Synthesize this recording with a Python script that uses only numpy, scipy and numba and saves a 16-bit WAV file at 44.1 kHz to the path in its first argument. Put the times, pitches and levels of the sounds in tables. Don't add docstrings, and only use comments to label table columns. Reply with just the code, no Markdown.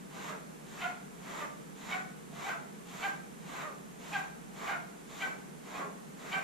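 import sys
import numpy as np
from scipy import signal
from scipy.fft import rfft, irfft, next_fast_len
from scipy.io import wavfile
from scipy.ndimage import uniform_filter1d
from numba import njit

SR = 44100
rng = np.random.default_rng(int(sys.argv[2]) if len(sys.argv) > 2 else 0)


def transcribe(signal):
    frames = np.atleast_2d(signal).T
    limited = np.clip(frames, -1, 1)
    pcm = np.round(limited * 32767).astype(np.int16)
    wavfile.write(sys.argv[1], SR, pcm)


N = 283563


def undb(db):
    return 10 ** (np.asarray(db) / 20)


def level(x, db):
    return x * undb(db) / np.sqrt(np.mean(x ** 2))


def along(points, hz):
    freqs, values = np.transpose(points)
    return np.interp(np.log(np.maximum(hz, 1)), np.log(freqs), values)


def colour(x, points):
    n = next_fast_len(x.shape[-1])
    gain = undb(along(points, np.arange(n // 2 + 1) * SR / n))
    return irfft(rfft(x, n) * gain, n)[..., :x.shape[-1]]


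def wander(rate):
    hold = int(SR / rate)
    steps = np.repeat(rng.standard_normal(N // hold + 1), hold)
    return 1.3 * uniform_filter1d(uniform_filter1d(steps, hold), hold)[:N]


@njit
def bandpass(x, hz, damp):
    y, band_state, low_state = np.empty(len(x)), 0., 0.
    for i in range(len(x)):
        g = np.tan(np.pi * hz[i] / SR)
        band = (band_state + g * (x[i] - low_state)) / (1 + g * (g + damp))
        band_state = 2 * band - band_state
        low_state += 2 * g * band
        y[i] = damp * band
    return y


# frequency in Hz, left-right correlation.
MIC_LIKENESS = [(50, 0.51), (130, 0.59), (290, 0.0047), (700, -0.51), (1400, -0.34), (2800, 0.18),
                (4500, 0.49), (7500, -0.34), (11000, 0.44), (13000, 1)]
def diffuse(size):
    n = next_fast_len(size)
    likeness = np.clip(along(MIC_LIKENESS, np.arange(n // 2 + 1) * SR / n), -1, 1)
    mid, side = rfft(rng.standard_normal((2, n))) * np.sqrt([(1 + likeness) / 2, (1 - likeness) / 2])
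    return irfft(np.array([mid + side, mid - side]), n)[:, :size]


# frequency in Hz, relative level in dB.
ROOM_TONE = [(15, -39), (30, -22), (65, -33), (95, -34), (118, -28.5), (145, -1), (186, 2.5), (250, -3.5),
             (326, -8.5), (462, -5.5), (529, -12), (1540, -17.5), (4870, -31), (7280, -24.5),
             (12100, -33.5), (13800, -41), (15000, -44)]
ROOM_TONE_DB, HUM_HZ, HUM_DB = -48, 55.6, -75
def room_tone():
    hum = np.sin(2 * np.pi * HUM_HZ * np.cumsum(1 + 0.0254 * wander(6)) / SR)
    hum *= undb(1.1 * wander(2.65))
    drone_and_hiss = level(colour(diffuse(N), ROOM_TONE), ROOM_TONE_DB)
    return drone_and_hiss + level(hum, HUM_DB) * undb([[-1.5], [1.5]])


# octave centre in Hz, seconds to fall 60 dB, gain in dB.
ECHO_BANDS = [(314, 0.51, 2.5), (703, 0.66, 6.5), (1407, 0.45, 8), (2730, 0.38, 3), (5900, 0.54, 2.5),
              (12100, 0.25, 8)]
ECHO_BUILD_S = 0.0076
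def kitchen_echoes(x):
    t = np.arange(SR) / SR
    tail = 0
    for hz, t60, db in ECHO_BANDS:
        octave = signal.butter(2, [hz / 1.45, hz * 1.45], "band", fs=SR, output="sos")
        equal_energy = np.sqrt(2 * np.log(1000) / t60 / SR)
        tail += signal.sosfilt(octave, diffuse(SR)) * undb(db - 60 * t / t60) * equal_energy
    build_up = 1 - np.exp(-(t / ECHO_BUILD_S) ** 2)
    return signal.fftconvolve(x[None], tail * build_up, axes=1)[:, :N]


# frequency in Hz, relative level in dB.
FIBRE_SPECTRUM = [(150, -69), (250, 0.5), (543, -8.5), (651, 1), (751, -1.5), (998, -3.5), (1760, -6),
                  (2200, -1), (5500, -25), (7150, -98), (12100, -120)]
def strap_grains(resonance_hz, hollow):
    grains = rng.standard_normal(N) * undb(1.4 * wander(400) + 1.26 * wander(40))
    fibres = colour(grains, FIBRE_SPECTRUM)
    drum = bandpass(fibres, np.full(N, 450.), damp=0.64) * (hollow - 1)
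    bite = bandpass(fibres, np.full(N, 2900.), damp=1.0) * (1 / hollow - 1)
    ring = 2 * bandpass(fibres, resonance_hz, damp=.4)
    return level(fibres + drum + bite + ring, -7.5)


# frequency in Hz, relative level in dB.
EDGE_SPECTRUM = [(2060, -2), (3500, 0), (3860, -0.5), (4860, -8.5), (6240, -4.5), (6960, 0), (9390, -18.5),
                 (11200, -20.5), (13700, -15), (15000, -60)]
def edge_hiss():
    flicker = rng.standard_normal(N) * undb(0.84 * wander(300))
    return level(colour(flicker, EDGE_SPECTRUM), -3.0)


# hardest bite, lead-in and run-out in seconds, strap gain,
# hiss gain and surge at the bite in dB, strap resonance in Hz, hollowness in dB.
STROKES = [(.275, 0.23, .15, -43.5, -49.5, 3, 1080, 4.5), (.826, 0.2, 0.1, -41, -48, 7.5, 1280, -2.5),
           (1.405, 0.27, 0.11, -42, -49.5, 2.5, 1170, 5), (1.922, 0.2, .1, -40, -47.5, 10.5, 1420, 3),
           (2.48, .2, 0.1, -40, -47.5, 6.5, 1140, -0.5), (3.04, 0.22, 0.097, -40, -46, 9, 1260, 1.5),
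           (3.61, 0.24, 0.087, -41.5, -49.5, 3.5, 1190, 0.5),
           (4.148, 0.19, 0.098, -39.5, -46, 6, 1230, -1.5), (4.688, .2, 0.14, -41, -49, 5.5, 1150, 1.5),
           (5.222, 0.17, .1, -40, -46.5, 12, 1240, 2), (5.77, .18, .15, -45.5, -51, 8, 1020, 5.5),
           (6.335, .2, .12, -40, -47.5, 13.5, 1560, 4.5)]
# place (-1 touch,
# 0 bite, 1 lift), strap and hiss offsets in dB, resonance ratio, hollowness offset in dB.
STROKE_COURSES = [
    [(-1.3, -20, -26, 1.2, -2), (-0.73, -10, -12.5, 0.65, 0), (-0.54, -4, -5.5, .95, 9),
     (-0.25, 0.5, -3, 0.88, 3.5), (0.17, 1.5, 0.5, 1.13, -5), (0.14, 2.5, -5, 0.74, 11.5),
     (0.48, -18.5, -21, 1, 17), (1, -16, -26, .9, -6)],
    [(-1.26, -32, -16, 0.69, 0), (-0.71, -13, -9.5, 0.76, 5), (-0.47, -9, -8, 0.8, 13),
     (-0.1, -0.5, -2.5, 0.98, -4.5), (-0.047, -3, -3.5, 0.72, -13.5), (0.44, -5, -2.5, 1.38, 19),
     (0.6, 2.5, -16, 0.76, 0), (1, -5, -18, .9, 2)],
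]
SURGE_S = (0.058, 0.023)
HISS_SURGE_SHARE = 0.22
def razor_scrape():
    t = np.arange(N) / SR
    strap_gain, hiss_gain = np.zeros((2, N))
    resonance_hz, hollow = np.full(N, 1000.), np.ones(N)
    for k, (bite_s, lead, run_out, strap_db, hiss_db, surge_db, hz, hollow_db) in enumerate(STROKES):
        at = (t >= bite_s - lead) & (t < bite_s + run_out)
        since = t[at] - bite_s
        progress = since / np.where(since < 0, lead, run_out)
        place, *course = np.transpose(STROKE_COURSES[k % 2])
        swell, shine, ratio, drumming = (np.interp(progress, place, column) for column in course)
        touch = signal.windows.tukey(int((lead + run_out) * SR) + 2, .4)[:at.sum()]
        surge = surge_db * np.exp(-(since / SURGE_S[k % 2]) ** 2)
        strap_gain[at] = touch * undb(strap_db + swell + surge)
        hiss_gain[at] = touch * undb(hiss_db + shine + HISS_SURGE_SHARE * surge)
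        resonance_hz[at] = hz * ratio
        hollow[at] = undb(hollow_db + drumming)
    return strap_gain * strap_grains(resonance_hz, hollow) + hiss_gain * edge_hiss()


# centre in seconds, thread rate there in Hz, relative speed gain per second,
# length in seconds, unevenness from 0 to 1, gains of harmonics 1, 2 and 3 in dB,
# hang of harmonics 1 and 2 in dB relative to those gains.
ZIPS = [(.30, 600, -0.94, 0.024, 0.17, -50, -46, -54, -14, -14),
        (.345, 475, -3.5, 0.036, 0.15, -49.5, -51, -51, -15, -22),
        (0.842, 724.4, -0.65, 0.046, 0.12, -41.5, -40.5, -44, 9, 5),
        (1.425, 594.6, -1, 0.03, 0.15, -47.5, -42, -47.5, -1, 2),
        (1.944, 747, -0.35, 0.022, 0.06, -40.5, -36, -34.5, 5, -0.5),
        (2.47, 781, 0, 0.037, 0.13, -41, -47, -47, -16, -17),
        (2.51, 748, -1.8, 0.038, 0.19, -53, -39, -46, -14, -16),
        (2.555, 695, -1.8, 0.013, 0.1, -43.5, -46, -58, -10, -5),
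        (3.05, 788.5, 0.5, 0.028, 0.086, -36, -34, -36, -7, -3),
        (3.61, 501, -1.3, 0.025, 0.091, -68, -55, -45, -20, -22),
        (3.655, 606.6, -0.7, 0.046, 0.19, -47.5, -43, -50, -14, -18),
        (4.155, 794.6, -0.45, 0.038, 0.078, -38, -38, -42, 1, 5.5),
        (4.695, 799, 0.2, 0.02, 0.13, -37, -38.5, -39.5, -24, -2.5),
        (4.735, 728, -0.1, 0.047, 0.13, -46, -39.5, -43.5, -10, -5),
        (5.236, 770, -0.6, 0.029, 0.07, -44, -37.5, -36.5, -7, 3.5),
        (5.77, 815, -1.2, 0.057, 0.15, -50, -53, -50.5, -16, -20),
        (5.825, 582, -1.5, 0.045, 0.16, -52, -42, -58, -12, -9),
        (5.865, 422, -1.5, 0.026, .15, -45, -61, -62, -16, -14),
        (6.344, 780.6, -0.7, 0.027, 0.061, -41, -39.5, -35, 2, 7.5)]
STROKE_HALF_S = .3
UPPER_FALL_DB, EARLY_S = -8, 0.013
WEAVE_DB, WEAVE_FALL_DB = -7.5, -3
HANG_T60_S, THIRD_HANG_DB = .4, -10
def thread_zips():
    tone, hang, skip = np.zeros(N), np.zeros((2, N)), np.zeros(N)
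    waver = wander(150)
    flutter = np.array([wander(55) + 1j * wander(55) for _ in range(6)]).reshape(3, 2, N)
    for centre_s, hz, gaining, length, uneven, *harmonics_db, hang1_db, hang2_db in ZIPS:
        at = slice(int((centre_s - .15) * SR), min(int((centre_s + .5) * SR), N))
        t = np.arange(at.start, at.stop) / SR - centre_s
        speed = np.clip(1 - (t / STROKE_HALF_S) ** 2 + gaining * t, .1, 2)
        phase = 2 * np.pi * np.cumsum(hz * speed * (1 + 0.3005 * uneven * waver[at])) / SR
        span = length * np.where(t < 0, .7, 1.4)
        harmonics_db += [harmonics_db[2] + k * UPPER_FALL_DB for k in (1, 2, 3)]
        for k, db in enumerate(harmonics_db, 1):
            weave = undb(WEAVE_DB + (k - 1) * WEAVE_FALL_DB) * np.sin((k + .5) * phase)
            flash = np.exp(-k ** 0.91 * ((t + (k > 2) * EARLY_S) / span) ** 2)
            tone[at] += undb(db) * (np.sin(k * phase + k * k) + weave) * flash
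        skip_span = length * np.where(t < 0, 1.5, 2.5)
        skip[at] = np.maximum(skip[at], (1 - 3 * uneven) * np.exp(-(t / skip_span) ** 2))
        fade = undb(-60 * t / HANG_T60_S) / (1 + np.exp(-8 * t / length))
        for k, db in enumerate((hang1_db, hang2_db, hang2_db + THIRD_HANG_DB)):
            stereo = (.5 + .7 * flutter[k][:, at]) * [[1], [1j]]
            ring = np.exp(2j * np.pi * (k + 1) * hz * t) * stereo
            hang[:, at] += undb(harmonics_db[k] + db) * fade * ring.real
    return tone, hang, np.clip(skip, 0, 1)


SKIP_SHARE, ZIP_ECHO_DB = 0.38, -8
def scene():
    zips, hang, skip = thread_zips()
    scrape = razor_scrape() * (1 - SKIP_SHARE * skip)
    echoes = kitchen_echoes(scrape + undb(ZIP_ECHO_DB) * zips)
    return zips + scrape + echoes + hang + room_tone()


# frequency in Hz, left minus right in dB.
MIC_BALANCE = [(30, -3), (150, -.5), (300, -0.5), (700, -2.5), (1400, -0.9), (2800, -.7), (5500, -0.1),
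               (9000, -4), (13000, 0.5)]
TOP_HZ = 15050
def record(dry):
    left = colour(dry[0], [(hz, db / 2) for hz, db in MIC_BALANCE])
    right = colour(dry[1], [(hz, -db / 2) for hz, db in MIC_BALANCE])
    return signal.sosfilt(signal.ellip(10, .2, 70, TOP_HZ, fs=SR, output="sos"), [left, right])


dry = scene()
out = record(dry)
transcribe(out)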